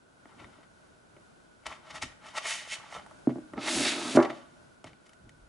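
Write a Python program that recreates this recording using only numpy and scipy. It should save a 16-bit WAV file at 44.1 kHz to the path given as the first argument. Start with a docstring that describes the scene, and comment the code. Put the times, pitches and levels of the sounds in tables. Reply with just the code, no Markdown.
"""Close stereo scene in a small room; hum and a narrow fan whirr run throughout as filtered noise.
Fingers tick and rub a hollow plastic case: impulses and friction slips drive its resonances.
A cardboard sleeve is wiggled over its top, catching lightly; the case is stood on a desk with a knock.
The sleeve scrapes down over it, droning in the desk, and lands with a rattling knock and a dying buzz.
Last come a few finger ticks, scuffs and soft bumps."""
import sys
import numpy as np
from scipy import signal
from scipy.fft import rfft, irfft, next_fast_len
from scipy.io import wavfile
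from scipy.ndimage import uniform_filter1d

SR = 44100
rng = np.random.default_rng(int(sys.argv[2]) if len(sys.argv) > 2 else 0)


def transcribe(u):
    """Save the signal u as a 16-bit wav file named by the first command-line argument.

    u: samples, shape (n,) or (channels, n), limited to [-1, 1]; the rate is SR.
    q: integer samples, one column per channel.
    """
    v = np.clip(np.atleast_2d(u).T, -1, 1)
    q = np.round(v * 32767).astype(np.int16)
    wavfile.write(sys.argv[1], SR, q)


N = 242018
TOP_HZ = 11100
T = np.arange(N) / SR
SIZE = next_fast_len(N + SR)
F = np.maximum(np.arange(SIZE // 2 + 1) * SR / SIZE, 1e-3)  # Hz, kept above 0
SIDES = np.array([[1], [-1]])  # left, right

# Event levels in the tables are drive levels, ahead of body responses and layer gains.


def undb(db):
    """dB to amplitude."""
    return 10 ** (np.asarray(db) / 20)


def unit(x):
    """Scale to rms 1."""
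    return x / np.sqrt(np.mean(x ** 2))


def shape(x, response):
    """Filter by a response on the frequencies F."""
    return irfft(rfft(x, SIZE) * response, SIZE)[..., :N]


def resonance(hz, width_hz):
    """Band-pass with gain 1 at its centre."""
    return 1 / (1 + 1j * (F / hz - hz / F) * hz / width_hz)


def edge(hz, kind, order=2):
    """Causal low- or high-pass response."""
    return signal.freqs(*signal.butter(order, 1, kind, analog=True), F / hz)[1]


def along(points, hz):
    """Read (Hz, value) points on a log-frequency axis."""
    f, value = np.transpose(points)
    return np.interp(np.log(hz), np.log(f), value)


def walk(rate_hz):
    """Random drift, straight between new values drawn at rate_hz."""
    k = int(SR / rate_hz)
    steps = np.repeat(rng.standard_normal(N // k + 1), k)
    return 2.0 * uniform_filter1d(steps, k)[:N]


def swell(rise_s, fall_s):
    """Envelope that grows to a peak and dies; also the time from its start to the peak."""
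    lead_s = 4 * rise_s
    t = np.arange(-lead_s, 6 * fall_s, 1 / SR)
    return np.exp(np.minimum(t / rise_s, -t / fall_s)), lead_s


def soften(x, hz):
    """A softer contact loses the treble."""
    return signal.lfilter(*signal.butter(2, min(hz, .4 * SR), fs=SR), x)


def add(track, s, x):
    """Mix x into the track from time s."""
    i = max(int(s * SR), 0)
    track[i:i + len(x)] += x[:N - i]


def placed(x, left_minus_right_db):
    """Pan by a level difference between the channels."""
    return x * undb(left_minus_right_db * SIDES / 2)


# hum colour: f/Hz, density level/dB
HUM_COLOUR = [(15, -44.5), (25, -8.5), (134, 0), (303, -3), (336, -3), (391, -4.5), (518, -7.5),
              (603, -2.5), (721, -8), (1260, -11.5), (1470, -5.5), (1710, -17), (3590, -20.5),
              (11000, -24.5), (14300, -46.5), (22000, -120)]
# hum level: t/s, level/dB
HUM_LEVEL = [(0, -63.5), (.4, -61), (1.1, -62), (1.6, -61.5), (3.2, -58.5), (4.8, -62), (5.5, -62.5)]
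# hum stereo width: f/Hz, side gain/dB
HUM_SIDE = [(50, -9), (110, -9), (220, 1.5), (1500, 1.5), (4000, -1.5), (10000, -8.5)]


def room_air(whine_hz=1480, whine_width_hz=110, whine_db=-11):
    """Diffuse room hum, drifting slightly in level, with the narrow whirr of a fan."""
    hum = unit(shape(rng.standard_normal((2, N)), undb(along(HUM_COLOUR, F))))
    hum = hum * undb(.5 * walk(5.3))
    whirr = unit(shape(rng.standard_normal((2, N)), resonance(whine_hz, whine_width_hz) ** 2))
    mid, side = hum + undb(whine_db) * whirr
    side = shape(side, undb(along(HUM_SIDE, F)))
    return (mid + side * SIDES) * undb(np.interp(T, *np.transpose(HUM_LEVEL)))


# reverberation: f/Hz, t60/s
REVERB_T60 = [(125, 0.94), (300, 0.27), (700, 0.61), (1500, 0.64), (4200, 0.39), (10000, 0.39)]


def room(x, wet_db, side_db, early_s=.006):
    """Diffuse tail; early lateral reflections part the channels, less so in the bass."""
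    t = T[:SR * 2 // 3]
    f, frame_s, cells = signal.stft(rng.standard_normal((2, len(t))), SR, nperseg=256)
    fading = np.exp(-np.log(1000) * frame_s / along(REVERB_T60, f + 1)[:, None])
    tail = signal.istft(cells * fading, SR)[1][:, :len(t)]
    tail = tail * (t > .006)  # gap ahead of the tail, s
    tail = undb(wet_db) * tail / np.linalg.norm(tail[0])
    early = rng.standard_normal(len(t)) * np.exp(-t / early_s)
    lateral = tail[1] + undb(side_db) * early / np.linalg.norm(early)
    side = shape(x, rfft(lateral, SIZE) * edge(260, "high", order=1))
    return shape(x, rfft(tail[0], SIZE)) + side * SIDES


# soft hand bumps: peak t/s, level/dB, rise/s, f/Hz
HAND_BUMPS = [(.43, -50.5, 0.033, 143), (1.67, -48, 0.005, 135), (1.949, -55.5, 0.028, 103),
              (2.034, -46.5, 0.005, 81.5), (2.965, -54.5, .012, 110), (3.541, -51, .016, 108),
              (3.77, -49.5, 0.065, 100), (4.86, -49.5, 0.0072, 110), (5.274, -51.5, .04, 66),
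              (5.43, -57, 0.054, 54)]
BUMP_FALL_S = 0.045


def bumps():
    """Soft flesh pushes the case and desk: low, dead rumbles of band-passed noise."""
    out = np.zeros(N)
    for s, db, rise_s, hz in HAND_BUMPS:
        envelope, lead_s = swell(rise_s, BUMP_FALL_S)
        band = signal.butter(2, [hz * 0.45, hz * 2.2], "band", fs=SR)
        rumble = unit(signal.lfilter(*band, rng.standard_normal(SR * 2)))
        add(out, s - lead_s, undb(db) * envelope * rumble[-len(envelope):])
    return out


# low modes of the desk top: f/Hz, t60/s, level/dB
DESK_MODES = [(131.5, 0.25, -6), (248, 0.039, -5), (257.3, 0.12, 0.5), (285.4, 0.09, 2.5),
              (310.8, 0.58, -14), (335.9, 0.38, -15)]
# modes of the case and sleeve standing on it: f/Hz, t60/s, level/dB
STANDING_MODES = [(339, 0.068, -0.5), (385.5, 0.08, -5.5), (482, 0.035, -9), (566.6, 0.072, -4.5),
                  (610.2, 0.079, 2), (673, 0.12, -11), (702, 0.063, -10), (774, .12, -12),
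                  (833, 0.12, -19.5), (957, .08, -13), (1135, 0.15, -11.5), (1200, .07, -17),
                  (1354, .08, -17), (1640, 0.035, -20), (1760, 0.1, -17), (4600, .6, -13.5)]


def panel(modes, lag_hz=330, lag_width_hz=330):
    """A panel rings in its modes, radiates little deep bass; slow bending waves make the thud build up."""
    t = T[:SR // 2]
    ring = sum(undb(db) * np.cos(2 * np.pi * hz * t) * np.exp(-np.log(1000) * t / t60_s)
               for hz, t60_s, db in modes)
    dispersion = 1 - 2 * resonance(lag_hz, lag_width_hz)  # all-pass
    return rfft(ring, SIZE) * edge(170, "high", order=3) * edge(3000, "low", order=2) * dispersion


# blows on the desk: t/s, level/dB, time to peak force/ms, clack re boom level/dB, number of contacts
DESK_BLOWS = [(.255, -46, 0.33, -2, 1), (.584, -54, 0.42, 14, 1), (1.166, -52, 0.29, 10, 1),
              (2.033, -30.5, 0.75, 0, 1), (3.272, -6.5, 0.45, -7, 1), (3.294, -22.5, .2, -5, 1),
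              (3.306, -19.5, 0.45, -6, 2), (3.358, -27, 0.4, 3, 2), (3.384, -28.5, 0.25, -9, 1),
              (3.535, -34, .17, -4, 1), (3.579, -28.5, 0.18, -3, 1), (4.150, -7.5, 0.57, -12, 1),
              (4.158, -20.5, 0.3, 8, 1), (4.172, -9, .24, 5.5, 4), (4.246, -29.5, 0.099, 3, 2),
              (4.303, -32, 0.097, -1, 1), (4.843, -45, 0.11, 8, 1)]
REBOUND_S, REBOUND_LOSS_DB = .012, 5.5  # per contact


def rebounds():
    """The case rebounds after a blow, each contact weaker than the one before."""
    return [(s + k * REBOUND_S, db - k * REBOUND_LOSS_DB, peak_ms, clack_db)
            for s, db, peak_ms, clack_db, count in DESK_BLOWS for k in range(round(count))]


def knocks(desk, standing, rattle=0.17, rattle_s=0.015):
    """Each blow booms in the desk and clacks in the shivering case; a longer contact is duller."""
    boom, clack, t, blows = np.zeros(N), np.zeros(N), T[:SR // 20], rebounds()
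    noises = rng.standard_normal((len(blows), len(t)))
    for (s, db, peak_ms, clack_db), noise in zip(blows, noises):
        age = 1000 * t / peak_ms
        push = age * np.exp(-age)
        push = push / push.sum()
        shiver = soften(noise, 1100) * np.exp(-t / rattle_s)
        contacts = (t == 0) + rattle * shiver / np.linalg.norm(shiver)
        add(boom, s, undb(db) * push)
        add(clack, s, undb(db + clack_db) * signal.fftconvolve(push, contacts))
    return undb(-9.0) * (shape(boom, desk) + shape(clack, standing))


def slips(rate_hz, spread_db):
    """Friction force: dense micro-slips of uneven size, rms 1."""
    happens = rng.random(N) < rate_hz / SR
    sign = rng.choice([-1, 1], N)
    return unit(happens * sign * undb(spread_db * rng.uniform(-1.2, 1, N)))


LANDING_S = 4.172  # the sleeve reaches the desk


def chatter(standing, db=-19.0, fall_s=0.048):
    """After the landing the case buzzes against the desk: slips in its modes, dying away."""
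    age_s = np.maximum(T - LANDING_S, 0)
    band = edge(450, "high", order=2) * edge(1800, "low", order=5)
    buzz = unit(shape(slips(rate_hz=2400, spread_db=2.5), standing * band))
    return buzz * undb(db) * (age_s > 0) * np.exp(-age_s / fall_s)


# hollow case: f/Hz, width/Hz, level/dB
SHELL_RESONANCES = [(635.5, 35, 12), (690, 28, 7), (866, 72, 10), (1035, 60, 2.5), (1150, 51, 8.5),
                    (1324, 78, 11), (1941, 210, 10), (2160, 47, 13.5), (2320, 31, 4), (2660, 79, 0.5),
                    (2996, 95, 9), (3625, 51, 5), (4510, 180, -5.5), (5380, 390, -6), (6440, 250, -4.5)]
# card sleeve with the case inside: f/Hz, width/Hz, level/dB
SLEEVE_RESONANCES = [(600, 46, 9.5), (850, 77, 0), (1297, 85, 6), (2154, 160, -1.5), (2595, 140, -6.5),
                     (3580, 170, -5), (3840, 160, -5), (4530, 150, -3.5)]


def body_ring(resonances):
    """Sum of the resonances, to be added to a flat direct path."""
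    return sum(undb(db) * resonance(hz, width_hz) for hz, width_hz, db in resonances)


WIGGLE_START_S, WIGGLE_END_S = 2.4, 2.8
CATCH_DB, CATCH_SPREAD_DB, CATCH_HZ = -28.5, 2.5, 800


def catches(count=8):
    """The sleeve, wiggled over the case top, catches lightly at uneven moments: rows like SHELL_TICKS."""
    step_s = (WIGGLE_END_S - WIGGLE_START_S) / count
    return [(WIGGLE_START_S + step_s * (k + when), CATCH_DB + CATCH_SPREAD_DB * (2 * size - 1), CATCH_HZ)
            for k, (when, size) in enumerate(rng.random((count, 2)))]


# ticks and taps: t/s, level/dB, brightness f/Hz
SHELL_TICKS = [(.256, -36, 1500), (1.166, -38, 1510), (1.637, -41, 1800), (1.658, -25.5, 3000),
               (1.666, -15.5, 9200), (1.982, -28, 4500), (2.031, -19, 9000), (2.121, -37.5, 3000),
               (2.383, -15.5, 3500), (2.925, -23, 1290), (2.950, -21.5, 900), (3.063, -27.5, 800),
               (3.111, -31.5, 900), (3.535, -23, 1400), (3.577, -26.5, 3020), (4.201, -17, 2500),
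               (4.8425, -28.5, 9200), (4.849, -35.5, 2000), (4.870, -30, 1000), (4.932, -39.5, 3000),
               (5.093, -37.5, 11130), (5.133, -37.5, 12000), (5.293, -35, 15030)]


def clicks(body, crunch=0.3, crunch_s=0.0032, hard=0.079):
    """Each tick is a cushioned push with a trace of hard contact and a brief crunch."""
    force, t, ticks = np.zeros(N), T[:SR // 40], SHELL_TICKS + catches()
    noises = rng.standard_normal((len(ticks), len(t)))
    for (s, db, hz), noise in zip(ticks, noises):
        contact = (t == 0) + crunch * noise * np.exp(-t / crunch_s)
        push = soften(contact, hz) + hard * contact
        add(force, s, undb(db) * push / np.linalg.norm(push))
    return undb(4.5) * shape(force, body)


# card-edge scuffs: peak t/s, level/dB, rise/s, brightness f/Hz
EDGE_SCUFFS = [(.403, -51, 0.011, 3140), (0.444, -51.5, 0.0042, 1800), (.634, -59.5, 0.0082, 2500),
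               (1.666, -36.5, 0.0044, 4930), (1.726, -43, .01, 2190), (1.908, -42, 0.0055, 5040),
               (1.961, -44.5, 0.0086, 3800), (2.025, -29.5, .004, 7000), (2.379, -32, 0.011, 7700),
               (2.459, -35, .0095, 3000), (2.737, -42.5, 0.013, 11000), (2.966, -38, .004, 900),
               (3.305, -54, .012, 3000), (3.683, -31.5, .013, 2000), (3.858, -31, .008, 3800),
               (4.163, -30.5, 0.013, 9000), (4.227, -34.5, 0.0023, 4200), (4.25, -37, 0.0027, 2970),
               (4.303, -40, 0.0056, 3200), (5.066, -58, 0.0073, 7960)]
SCUFF_FALL_S = 0.0086


def scuffs(body):
    """A card edge catches on the plastic, builds up and slips free."""
    force, grain = np.zeros(N), slips(rate_hz=7000, spread_db=1.5)
    for s, db, rise_s, hz in EDGE_SCUFFS:
        envelope, lead_s = swell(rise_s, SCUFF_FALL_S)
        grit = unit(soften(grain[int(s * SR):][:len(envelope)], hz))
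        add(force, s - lead_s, undb(db) * envelope * grit)
    return shape(force, body)


# colour of card scraping on plastic: f/Hz, density level/dB
SCRAPE_COLOUR = [(880, -37), (1500, 4.5), (2180, -3), (2390, -1.5), (2600, -0.5), (3280, -1.5), (4510, -4),
                 (11000, -13), (14300, -33.5), (22000, -120)]


def rubbing(scrape_gain, drag_gain, hiss_gain, body, rate_hz, judder_db):
    """Slips sound the shell: pressure gives a dull juddering drag, speed a scrape and its hiss."""
    force = slips(rate_hz, spread_db=7.5) * undb(judder_db * np.tanh(walk(200)))
    drag_force = force * undb(3.5 * np.tanh(walk(70)))
    dull = edge(710, "high", order=3) * edge(1400, "low", order=4)
    drag = unit(shape(drag_force, body * dull))
    grit = body * undb(along(SCRAPE_COLOUR, F))
    middle = abs(edge(1900, "high", order=4) * edge(6000, "low", order=4))
    scrape = unit(shape(np.roll(force, SR), grit * middle))  # 1 s shift decorrelates it from the drag
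    treble = edge(6000, "high", order=4) * edge(TOP_HZ, "low", order=8)
    hiss = unit(shape(slips(rate_hz, spread_db=7.0), grit * treble))
    return drag * drag_gain + scrape * scrape_gain + hiss * hiss_gain


def glide(s, rise_s, fall_s):
    """Speed of a hand that gathers pace, passes a rounded top near time s and slows."""
    return 2 * np.exp(-np.logaddexp((s - T) / rise_s, (T - s) / fall_s))


# strokes of fingers and card, case loose: t/s, scrape level/dB, rise/s, fall/s, drag re scrape level/dB
HAND_STROKES = [(.31, -70.5, .02, 0.024, 9), (.425, -63, .025, .025, 4), (.55, -69.5, 0.041, 0.052, 5.5),
                (1.715, -53, 0.026, 0.031, 4.5), (1.885, -58.5, 0.026, .03, 6),
                (1.962, -46.5, 0.018, 0.017, 2), (2.04, -50, 0.0094, .025, -2.5),
                (2.27, -51.5, 0.022, 0.035, 3), (2.37, -42.5, .013, 0.017, 2.5),
                (2.478, -36, 0.023, 0.073, -10.5), (2.738, -38.5, 0.028, .015, -17),
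                (2.82, -59, 0.11, 0.1, 6), (2.952, -49, 0.034, 0.029, 3.5), (4.34, -58.5, .02, 0.061, -7),
                (4.868, -57.5, .008, 0.019, 0)]
# hiss re scrape when the scrape is at BRISK_DB, and its growth in dB per dB
BRISK_DB, HISS_DB, HISS_GROWTH = -33.5, -2.5, 0.355


def rubs(body):
    """Each stroke swells and fades; the faster it goes, the brighter it is."""
    scrape, drag = 0, 0
    for s, db, rise_s, fall_s, drag_db in HAND_STROKES:
        gain = undb(db) * glide(s, rise_s, fall_s)
        scrape = np.hypot(scrape, gain)
        drag = np.hypot(drag, gain * undb(drag_db))
    hiss = scrape * undb(HISS_DB) * (scrape / undb(BRISK_DB)) ** HISS_GROWTH
    return rubbing(scrape, drag, hiss, body, rate_hz=6000, judder_db=2.0)


def stroke(s, db, fade_s=0.018):
    """Gain of one hand movement, dying quickly outside its span."""
    outside_s = np.maximum(np.maximum(s[0] - T, T - s[-1]), 0)
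    return undb(np.interp(T, s, db)) * np.exp(-np.minimum(outside_s / fade_s, 20))


# sleeve sliding down: t/s, scrape level/dB, hiss level/dB, desk drone level/dB
SLEEVE_SLIDE = [(3.585, -56.5, -76, -35.5), (3.607, -47.5, -58.5, -43.5), (3.683, -32.5, -39, -40.5),
                (3.763, -35, -35, -32.5), (3.865, -29, -37.5, -32), (3.893, -30, -36.5, -38.5),
                (3.955, -39, -47, -37), (4.135, -41.5, -44, -39), (4.145, -39, -47, -32)]
SLIDE_DRAG_DB = -44.5  # snug fit: steady drag


def desk_drone(body):
    """The sliding sleeve shakes the desk through the standing case."""
    s, *_, drone_db = np.transpose(SLEEVE_SLIDE)
    band = edge(130, "high", order=3) * edge(700, "low", order=2)
    return unit(shape(slips(rate_hz=1500, spread_db=4), body * band)) * stroke(s, drone_db)


def slide(body, hiss_gain_db=1.5):
    """The sleeve runs down over the case in one long scrape."""
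    s, scrape_db, hiss_db, _ = np.transpose(SLEEVE_SLIDE)
    drag = stroke(s, np.full(len(s), SLIDE_DRAG_DB))
    hiss = stroke(s, hiss_db + hiss_gain_db)
    return rubbing(stroke(s, scrape_db), drag, hiss, body, rate_hz=14000, judder_db=2.0)


# where the hands work: t/s, left minus right level/dB
HAND_PLACE = [(0, 5.5), (1.7, 2), (2.3, 1.5), (2.8, -1), (3.3, -0.5), (3.8, -0.6), (4.2, 0), (5.4, 3.5)]


def scene():
    """Mix panned handling and thuds, bumps, their room and the hum."""
    ring = body_ring(SHELL_RESONANCES)
    radiation = edge(520, "high", order=3)
    loose = (1 + ring) * radiation * undb(-4.5)
    # the sleeve damps the case inside and lends its own weaker resonances
    tight = (1 + body_ring(SLEEVE_RESONANCES)) * radiation
    handling = rubs(loose) + scuffs(loose) + clicks(loose)
    sliding = slide(tight) * undb(-0.4)
    desk, standing = panel(DESK_MODES), panel(STANDING_MODES)
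    drone = undb(-0.7) * desk_drone(desk + 0.73 * standing)
    thuds = knocks(desk, standing) + chatter(standing) + drone
    # shell resonances are a near sound: the room gets a smoother colour
    far = shape(handling, 1 / (1 + 0.28 * ring)) * undb(2) + sliding
    echo = room(far, wet_db=-14.5, side_db=-19.0) + room(thuds, wet_db=-20.5, side_db=-20)
    hands = placed(handling + sliding, np.interp(T, *np.transpose(HAND_PLACE)))
    return hands + placed(thuds, -1.2) + bumps() + echo + room_air()


def record(dry):
    """The recorder cuts the top steeply: elliptic low-pass at TOP_HZ."""
    return signal.sosfilt(signal.ellip(12, .2, 75, TOP_HZ, fs=SR, output="sos"), dry)


dry = scene()
out = record(dry)
transcribe(out)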